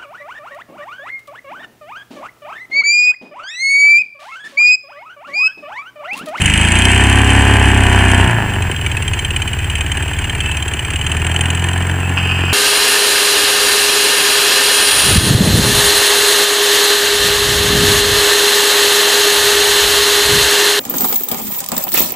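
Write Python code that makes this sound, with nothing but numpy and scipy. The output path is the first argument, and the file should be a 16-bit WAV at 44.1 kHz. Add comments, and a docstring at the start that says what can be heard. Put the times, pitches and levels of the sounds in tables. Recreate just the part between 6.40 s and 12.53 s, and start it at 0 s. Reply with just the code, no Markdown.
"""A gyroplane taxis over a dry lake bed, seven to nine metres from a camcorder's microphone.
First it revs past: four cylinders throb and bark, the pusher propeller buzzes, loose metal rattles,
and the microphone overloads. At two seconds the throttle shuts and it sinks to idle, one cylinder
chuffing once a cycle. It turns its tail to us, squeals briefly and opens up a little. Near the end
comes a second squeal, then the focus motor ticks over the camcorder's steady whine and hiss."""
import sys
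import numpy as np
from scipy import signal
from scipy.fft import rfft, irfft, next_fast_len
from scipy.io import wavfile
from scipy.ndimage import uniform_filter1d

SR = 44100
rng = np.random.default_rng(int(sys.argv[2]) if len(sys.argv) > 2 else 0)


def int16_out(signal):
    """Quantize to a 16-bit WAV file."""
    q = np.round(np.clip(np.atleast_2d(signal).T, -1, 1) * 32767)
    wavfile.write(sys.argv[1], SR, q.astype(np.int16))


N = 270333
TIME = np.arange(N) / SR

# The taxi path. Each row: time in seconds, distance from the microphone in metres,
# heading in degrees (0 nose on, 90 side on, 180 tail on).
TAXI_PATH = [(0, 8.2, 61.4), (.5, 7.54, 72), (1.1, 6.64, 90), (1.8, 6.7, 100), (3, 7.2, 136),
             (4, 8.24, 152), (5, 7.5, 171.4), (5.75, 8.8, 181.2)]
# Engine speed. Each row: time in seconds, four-stroke cycles per second.
ENGINE_SPEED = [(0.0, 23.54), (0.515, 32.3), (0.778, 34.12), (1.145, 34.21), (1.535, 32.43), (1.817, 31.23),
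                (2.102, 24.55), (2.325, 20.73), (2.6, 18.2), (2.877, 17.38), (3.472, 18.47), (3.876, 18.47),
                (4.457, 17.76), (4.965, 21.22), (5.358, 22.1), (5.781, 22.29), (6.13, 22.17)]
# The throttle. Each row: time in seconds, setting (0 shut, 1 idle, 2 part open, 3 open).
THROTTLE_MOVES = [(0, 2.5), (.45, 3), (1.83, 3), (1.96, 1.29), (2.4, 0), (3.2, 0.5), (3.7, 1), (4.5, 1),
                  (5.1, 2), (6.13, 2)]
# Drone harmonics. Each row: multiple of the cycle rate, then relative dB at the four throttle settings.
DRONE_ORDERS = [(1, -26, -26, -31, -11), (2, -7, -6, -14, -1), (3, -13, -15, -21, -3), (4, -4, -2, -1, -14),
                (5, -5, -7, -22, -16), (6, -9, -10, -5, -7), (7, -7, -9, -24, -9), (8, -16, -11, -6, -5),
                (9, -12, -12, -28, -17), (10, -17, -17, -18, -11), (11, -21, -26, -28, -14),
                (12, -19, -14, -13, -12)]
# The engine stumbles and its drone sags. 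Each row: centre in seconds, length in seconds, change in dB.
ENGINE_STUMBLES = [(2.367, 0.12, -3.5), (4.4, 0.27, -2)]
# The four firings. Each row: place as a fraction of the cycle, relative strength in dB.
CYLINDER_FIRINGS = [(0.121, -3), (.38, -8.5), (.615, -0.5), (.85, -8)]
# Resonances of the chuff. Each row: pitch in Hz, relative level in dB.
CHUFF_RESONANCES = [(2500, 4.5), (3000, 8.5), (4050, -14), (6350, -9.5), (7400, -4), (8450, -0.5),
                    (9300, -6)]
# Cycles that spit harder. Each row: time in seconds, dB above the usual.
CHUFF_ACCENTS = [(2.14, 12.5), (2.22, 17), (2.32, 9), (2.465, 3.5), (2.735, 2), (2.85, 3.5), (2.91, 3),
                 (3.02, 3), (3.41, 5.5), (3.52, 4), (4.56, 2.5), (4.87, 6.5), (4.965, 5.5), (5.01, 6)]
# Metal squeals. Each row: centre in seconds, length in seconds, pitch in Hz, level in dB.
METAL_SQUEALS = [(4.08, 0.15, 2647, -23), (5.65, 0.075, 2630, -24)]
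# The camcorder mechanism's whine. Each row: pitch in Hz, level in dB.
WHINE_TONES = [(7436.6, -42), (14873.2, -41.5)]
# The two microphone ports. Each row: frequency in Hz, phase of left against right in radians.
PORT_PHASE = [(450, 0), (1290, -0.029), (2400, 0.48), (3100, -0.54), (5000, -0.36), (6500, -0.98),
              (8500, -1.26), (11000, -1.48), (15000, -2.1)]

# Base levels six metres off. Each list: dB with the throttle shut, at idle, part open, open.
DRONE_BASE_DB = [-17.5, -17.5, -14.5, -12]
BARK_BASE_DB = [-25.5, -24, -23, -24]
CHUFF_BASE_DB = [-25, -25.5, -23, -24]
RATTLE_BASE_DB = [-28, -26.5, -26, -18.5]

# Tone colours at the microphone. Each row: frequency in Hz, relative level in dB.
RUMBLE_COLOUR = [(15, -13), (30, -1), (48, -10), (70, -5), (95, -4), (130, -3), (220, -15), (400, -40)]  # uneven combustion
CRACK_COLOUR = [(120, -28.5), (210, -15.5), (290, -8.5), (400, -5), (550, -9), (700, -3.5), (900, 1),
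                (1230, -11.5), (1750, 0.5), (2100, -11.5), (3000, -9.5), (3600, -38), (9000, -57.5)]  # exhaust cracks
WASH_COLOUR = [(100, -8), (180, -3), (280, 5), (400, 3.5), (545, -10), (850, -4), (1210, -7.5), (1750, 2.5),
               (2060, -11), (3100, -14.5), (3700, -23.5), (5500, -31.5), (8800, -22), (10800, -30.5),
               (15000, -48)]  # exhaust gas and propeller wash
BLADE_COLOUR = [(290, -32.5), (350, -7.5), (430, -1.5), (560, -6), (680, 1), (850, 1.5), (1000, 2),
                (1250, -8), (1750, 5.5), (2100, -5), (3000, -10), (3700, -37.5)]  # propeller buzz
PUFF_COLOUR = [(300, -14), (900, -6), (1300, -9), (1900, 1.5), (3100, 2.5), (3700, -11), (5300, -23),
               (6300, -12.5), (8700, -4), (9700, -8), (10800, -29), (15000, -37)]  # breath of the chuff
RATTLE_COLOUR = [(900, -29.5), (1600, -7), (2100, -4.5), (2500, -1), (3100, -1.5), (3600, -25), (4800, -27),
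                 (5600, -30), (7500, -17), (9000, -14), (10800, -37.5), (15000, -57)]  # valve gear and loose metal
CAMCORDER_COLOUR = [(500, -28), (1100, -9), (1550, -6), (2150, -23), (2500, 5), (2900, 2.5), (3150, -3),
                    (3600, -37), (4800, -20.5), (6000, -34), (9000, -41)]  # the body around the focus motor

IDLE_HZ, NEAR_M = 18, 6


def exhaust_drone(cycles, cycle_hz, throttle, pipe_hz=88, width_hz=50, leak=0.082, settle_s=0.39):
    """Low harmonics of exhaust and propeller, lifted by the pipe resonance; unsteady at low throttle."""
    slack = np.clip(1 - throttle / 2, 0, 1)
    softness = uniform_filter1d(np.sqrt(slack), int(settle_s * SR))
    waver_db = 0.73 + 2 * slack
    drone = power = 0
    for order, (_, *levels_db) in enumerate(DRONE_ORDERS, 1):
        hz = order * cycle_hz
        detune = (hz / pipe_hz - pipe_hz / hz) * pipe_hz / width_hz
        gain = by_throttle(throttle, undb(levels_db)) * np.sqrt(leak + 1 / (1 + detune ** 2))
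        # the pipe smears each pulse in time, the soft idle pulses most
        smear = .02 * order ** 2 - .143 * softness * (order - len(CYLINDER_FIRINGS)) ** 2
        wave = np.sin(2 * np.pi * (order * (cycles + 0.089) - smear))
        drone += gain * undb(waver_db * wander(24)) * wave
        power += gain ** 2 / 2
    return drone / np.sqrt(power)


def combustion_rumble(throttle):
    """Uneven combustion fills the gaps between the drone's harmonics, most at low throttle."""
    return undb(np.interp(throttle, [0, 2], [-9, -16])) * colour(noise(), RUMBLE_COLOUR)


def exhaust_bark(cycles, throttle, scatter_db=1.48, gas_decay_s=0.0048, wash_db=-6, overrun_db=3):
    """Four cracks a cycle, each trailed by gas noise, over propeller wash; blade buzz grows with speed."""
    pulses = 0
    for place, db in CYLINDER_FIRINGS:
        times = passing_times(cycles, place)
        timing, strength = rng.standard_normal((256, 2))[:len(times)].T
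        jitter_s = np.interp(np.interp(times, TIME, throttle), [1, 2], [.0003, .00004])  # loose at idle
        pulses += clicks(times + jitter_s * timing, undb(db + scatter_db * strength))
    revs = np.interp(np.gradient(cycles) * SR, [19, 29], [0, 1])
    overrun = revs * np.clip(1 - throttle / 2, 0, 1)  # a fast engine with its throttle shut crackles
    cracks = undb(-8 + 5 * revs + overrun_db * overrun) * colour(pulses, CRACK_COLOUR)
    gas = unit(decay_tails(pulses, gas_decay_s) * noise())
    wash = undb(wash_db) * noise()
    rush = undb(-2 - 5 * revs) * colour(gas + wash, WASH_COLOUR)
    buzz = undb(-9 + 5 * revs) * propeller_buzz(cycles)
    return cracks + rush + buzz


def propeller_buzz(cycles, waver_db=2, phase_drift=0.094):
    """The blades cut the same wakes on every crank turn, two turns to a cycle: clean harmonics."""
    buzz = 0
    for harmonic in range(1, 60):
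        phase = 2 * harmonic * cycles + rng.random() + phase_drift * sway(10)
        buzz += undb(waver_db * sway(10)) * np.cos(2 * np.pi * phase)
    return colour(buzz, BLADE_COLOUR)


def cylinder_chuff(cycles, cycle_hz, throttle, heading, rise_s=0.0021, scatter_db=1.43,
                   detune=0.0397, wobble=0.017, puff_db=-4):
    """Gas spits once a cycle and whistles unsteadily, shorter at speed, brighter with more throttle."""
    age = np.arange(SR // 25) / SR
    mode_hz, mode_db = np.transpose(CHUFF_RESONANCES)
    # the far cylinder bank answers weakly, best heard from astern
    far_bank_db = np.interp(heading, [140, 155], [-15, -6])
    whistle, envelope = np.zeros((2, N + len(age)))
    for place, bank_db in [(-.058, np.zeros(N)), (.522, far_bank_db)]:
        for start in (passing_times(cycles, place) * SR).astype(int):
            span = slice(start, start + len(age))
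            fall = age * cycle_hz[start] / IDLE_HZ / 0.0047
            burst = (1 - np.exp(-age / rise_s)) * (1 + fall) * np.exp(-fall * np.sqrt(2))
            burst *= undb(bank_db[start] + scatter_db * rng.standard_normal())
            pitch, strength, phase = rng.standard_normal((3, len(mode_hz)))
            jitter = rng.standard_normal((len(age), len(mode_hz)))
            flutter = unit(uniform_filter1d(jitter, size=64, axis=0))
            hz = mode_hz * (1 + detune * pitch + wobble * flutter)
            tones = np.sin(2 * np.pi * (np.cumsum(hz, axis=0) / SR + phase))
            tilt_db = 1.76 * (throttle[start] - 1) * np.log2(mode_hz / mode_hz[0])
            weights = unit(undb(mode_db + 2 * strength + tilt_db))
            whistle[span] += burst * (tones @ weights)
            envelope[span] += burst
    puff = colour(envelope[:N] * noise(), PUFF_COLOUR)
    return unit(whistle[:N]) + undb(puff_db) * puff


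def chuff_level(cycles, cycle_hz, throttle, heading, coast_db=-17, rudder_db=-9, rudder_deg=4.2):
    """The chuff in dB: it fades when coasting or hidden behind the rudder; some cycles spit harder."""
    coasting = np.clip(2 - throttle, 0, 1) * np.interp(cycle_hz, [19.5, 22], [0, 1])
    hidden = np.exp(-((180 - heading) / rudder_deg) ** 2)
    cycle_number = np.round(cycles)
    accent_db = sum(db * (cycle_number == cycle_number[int(s * SR)]) for s, db in CHUFF_ACCENTS)
    return by_throttle(throttle, CHUFF_BASE_DB) + coast_db * coasting + rudder_db * hidden + accent_db


def metal_rattle(cycles, depth=0.25, flicker_db=2):
    """Valve gear and loose metal buzz in time with the firings."""
    shake = 1 + depth * np.cos(2 * np.pi * len(CYLINDER_FIRINGS) * cycles)
    flicker = undb(flicker_db * wander(126))
    return colour(shake * flicker * noise(), RATTLE_COLOUR)


def metal_squeals(third_db=-13, wobble=0.00418):
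    """Short metallic squeals with a thin third harmonic."""
    squeals = 0
    for centre_s, length_s, hz, db in METAL_SQUEALS:
        phase = 2 * np.pi * np.cumsum(hz * (1 + wobble * wander(141))) / SR
        tone = np.sin(phase) + undb(third_db) * np.sin(3 * phase)
        squeals += undb(db) * swell(centre_s, length_s) * tone
    return squeals


def focus_motor(start_s=5.772, level_db=-20.5, jolt_db=10, jolt_s=.022, step_hz=235, grit_db=-8):
    """Right by the microphone the lens motor jolts, then ticks unevenly through the camcorder body."""
    age = TIME - start_s
    gain = (age > 0) * undb(level_db + jolt_db * np.exp(-(age / jolt_s) ** 2))
    step_rate = step_hz * np.exp(.12 * wander(150))
    times = passing_times(np.cumsum(step_rate) / SR, 0)
    grit = undb(grit_db) * noise()
    strengths = np.interp(times, TIME, undb(3 * wander(200)))
    return gain * colour(unit(clicks(times, strengths)) + grit, CAMCORDER_COLOUR)


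def camcorder_whine(flutter_rad=0.17):
    """Two thin, slightly fluttering tones from the camcorder's mechanism."""
    return sum(np.sqrt(2) * undb(db) * np.sin(2 * np.pi * hz * TIME + flutter_rad * wander(40))
               for hz, db in WHINE_TONES)


def undb(db):
    """Decibels to gain."""
    return 10 ** (np.asarray(db) / 20)


def unit(x):
    """Scale to rms 1."""
    return x / np.sqrt(np.mean(x ** 2))


def curves(table):
    """The columns of a timed table at every sample."""
    seconds, *columns = np.transpose(table)
    return [np.interp(TIME, seconds, column) for column in columns]


def by_throttle(throttle, levels):
    """Blend the levels for throttle shut, idle, part open and open."""
    return np.interp(throttle, np.arange(len(levels)), levels)


def swell(centre_s, length_s):
    """A bell curve of height 1."""
    return np.exp(-(2 * (TIME - centre_s) / length_s) ** 2)


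def noise():
    """White noise."""
    return rng.standard_normal(N)


def wander(rate_hz):
    """Smooth random motion of rms 1, changing about rate_hz times a second."""
    size = max(int(SR / rate_hz), 1)
    smoothed = uniform_filter1d(noise(), size, mode="wrap")
    return unit(uniform_filter1d(smoothed, size, mode="wrap"))


def sway(rate_hz):
    """Random levels joined by straight lines, rate_hz of them a second."""
    knots = np.arange(0, TIME[-1] + 1, 1 / rate_hz)
    return np.interp(TIME, knots, rng.standard_normal(len(knots)))


def colour(x, points):
    """Causal filter with the given (Hz, dB) response; the result has rms 1."""
    hz, db = np.transpose(points)
    size = 2 * next_fast_len(N)
    bin_hz = np.maximum(np.fft.rfftfreq(size, 1 / SR), 1)
    response = undb(np.interp(np.log(bin_hz), np.log(hz), db))
    cepstrum = irfft(np.log(response))
    cepstrum[1:size // 2] *= 2  # fold to minimum phase
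    cepstrum[size // 2 + 1:] = 0
    return unit(irfft(rfft(x, size) * np.exp(rfft(cepstrum)))[:N])


def passing_times(cycles, place):
    """Seconds at which a running cycle count passes a given place in each cycle."""
    passes = np.arange(np.ceil(cycles[0] - place), cycles[-1] - place) + place
    return np.interp(passes, cycles, TIME)


def clicks(times, sizes):
    """One-sample pulses."""
    return np.bincount(np.clip(times * SR, 0, N - 1).astype(int), sizes, N)


def decay_tails(pulses, decay_s):
    """Each pulse leaves an exponential tail."""
    return signal.lfilter([1], [1, -np.exp(-1 / (decay_s * SR))], pulses)


def scene():
    """Open ground, no echo: one crankshaft drives the machine as it passes and turns away from us."""
    cycle_hz, = curves(ENGINE_SPEED)
    throttle, = curves(THROTTLE_MOVES)
    distance_m, heading = curves(TAXI_PATH)
    cycles = -.434 + np.cumsum(cycle_hz) / SR
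    octaves_up = np.log2(cycle_hz / IDLE_HZ)
    sag_db = sum(db * swell(centre_s, length_s) for centre_s, length_s, db in ENGINE_STUMBLES)
    drone_db = by_throttle(throttle, DRONE_BASE_DB) + 3.5 * octaves_up + sag_db
    # rattle and chuff are thrown forwards, the bark backwards
    nose_on = np.maximum(np.cos(np.radians(heading)), 0)
    bark_db = by_throttle(throttle, BARK_BASE_DB) + 10 * octaves_up - 4 * nose_on
    rattle_db = by_throttle(throttle, RATTLE_BASE_DB) + 18 * nose_on
    chuff_db = chuff_level(cycles, cycle_hz, throttle, heading) + 16.5 * nose_on
    rumble = combustion_rumble(throttle)
    machine = undb(drone_db) * (exhaust_drone(cycles, cycle_hz, throttle) + rumble)
    gust_db = 0.97 * wander(31)
    machine += undb(bark_db + gust_db) * exhaust_bark(cycles, throttle)
    machine += undb(rattle_db) * metal_rattle(cycles)
    machine += undb(chuff_db) * cylinder_chuff(cycles, cycle_hz, throttle, heading)
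    sound = machine * NEAR_M / distance_m + metal_squeals() + focus_motor()
    return np.array([sound, sound])


def record(dry, hiss_db=-55, flicker_db=-19, top_hz=15200):
    """The camcorder adds whine and hiss, shifts the treble's phase between its ports and clips peaks."""
    shift = np.interp(np.fft.rfftfreq(N, 1 / SR), *np.transpose(PORT_PHASE))
    spectrum = rfft(dry + camcorder_whine())
    ports = irfft(spectrum * np.exp(.5j * np.array([shift, -shift])), N)
    # the treble flickers a little between left and right
    ports += undb(flicker_db) * (ports[0] - ports[1]) * wander(400) * np.array([[1], [-1]])
    ports += undb(hiss_db) * rng.standard_normal((2, N))
    lowpass = signal.ellip(8, .2, 70, top_hz, fs=SR, output="sos")
    return signal.sosfilt(lowpass, np.clip(ports, -1, 1))


dry = scene()
out = record(dry)
int16_out(out)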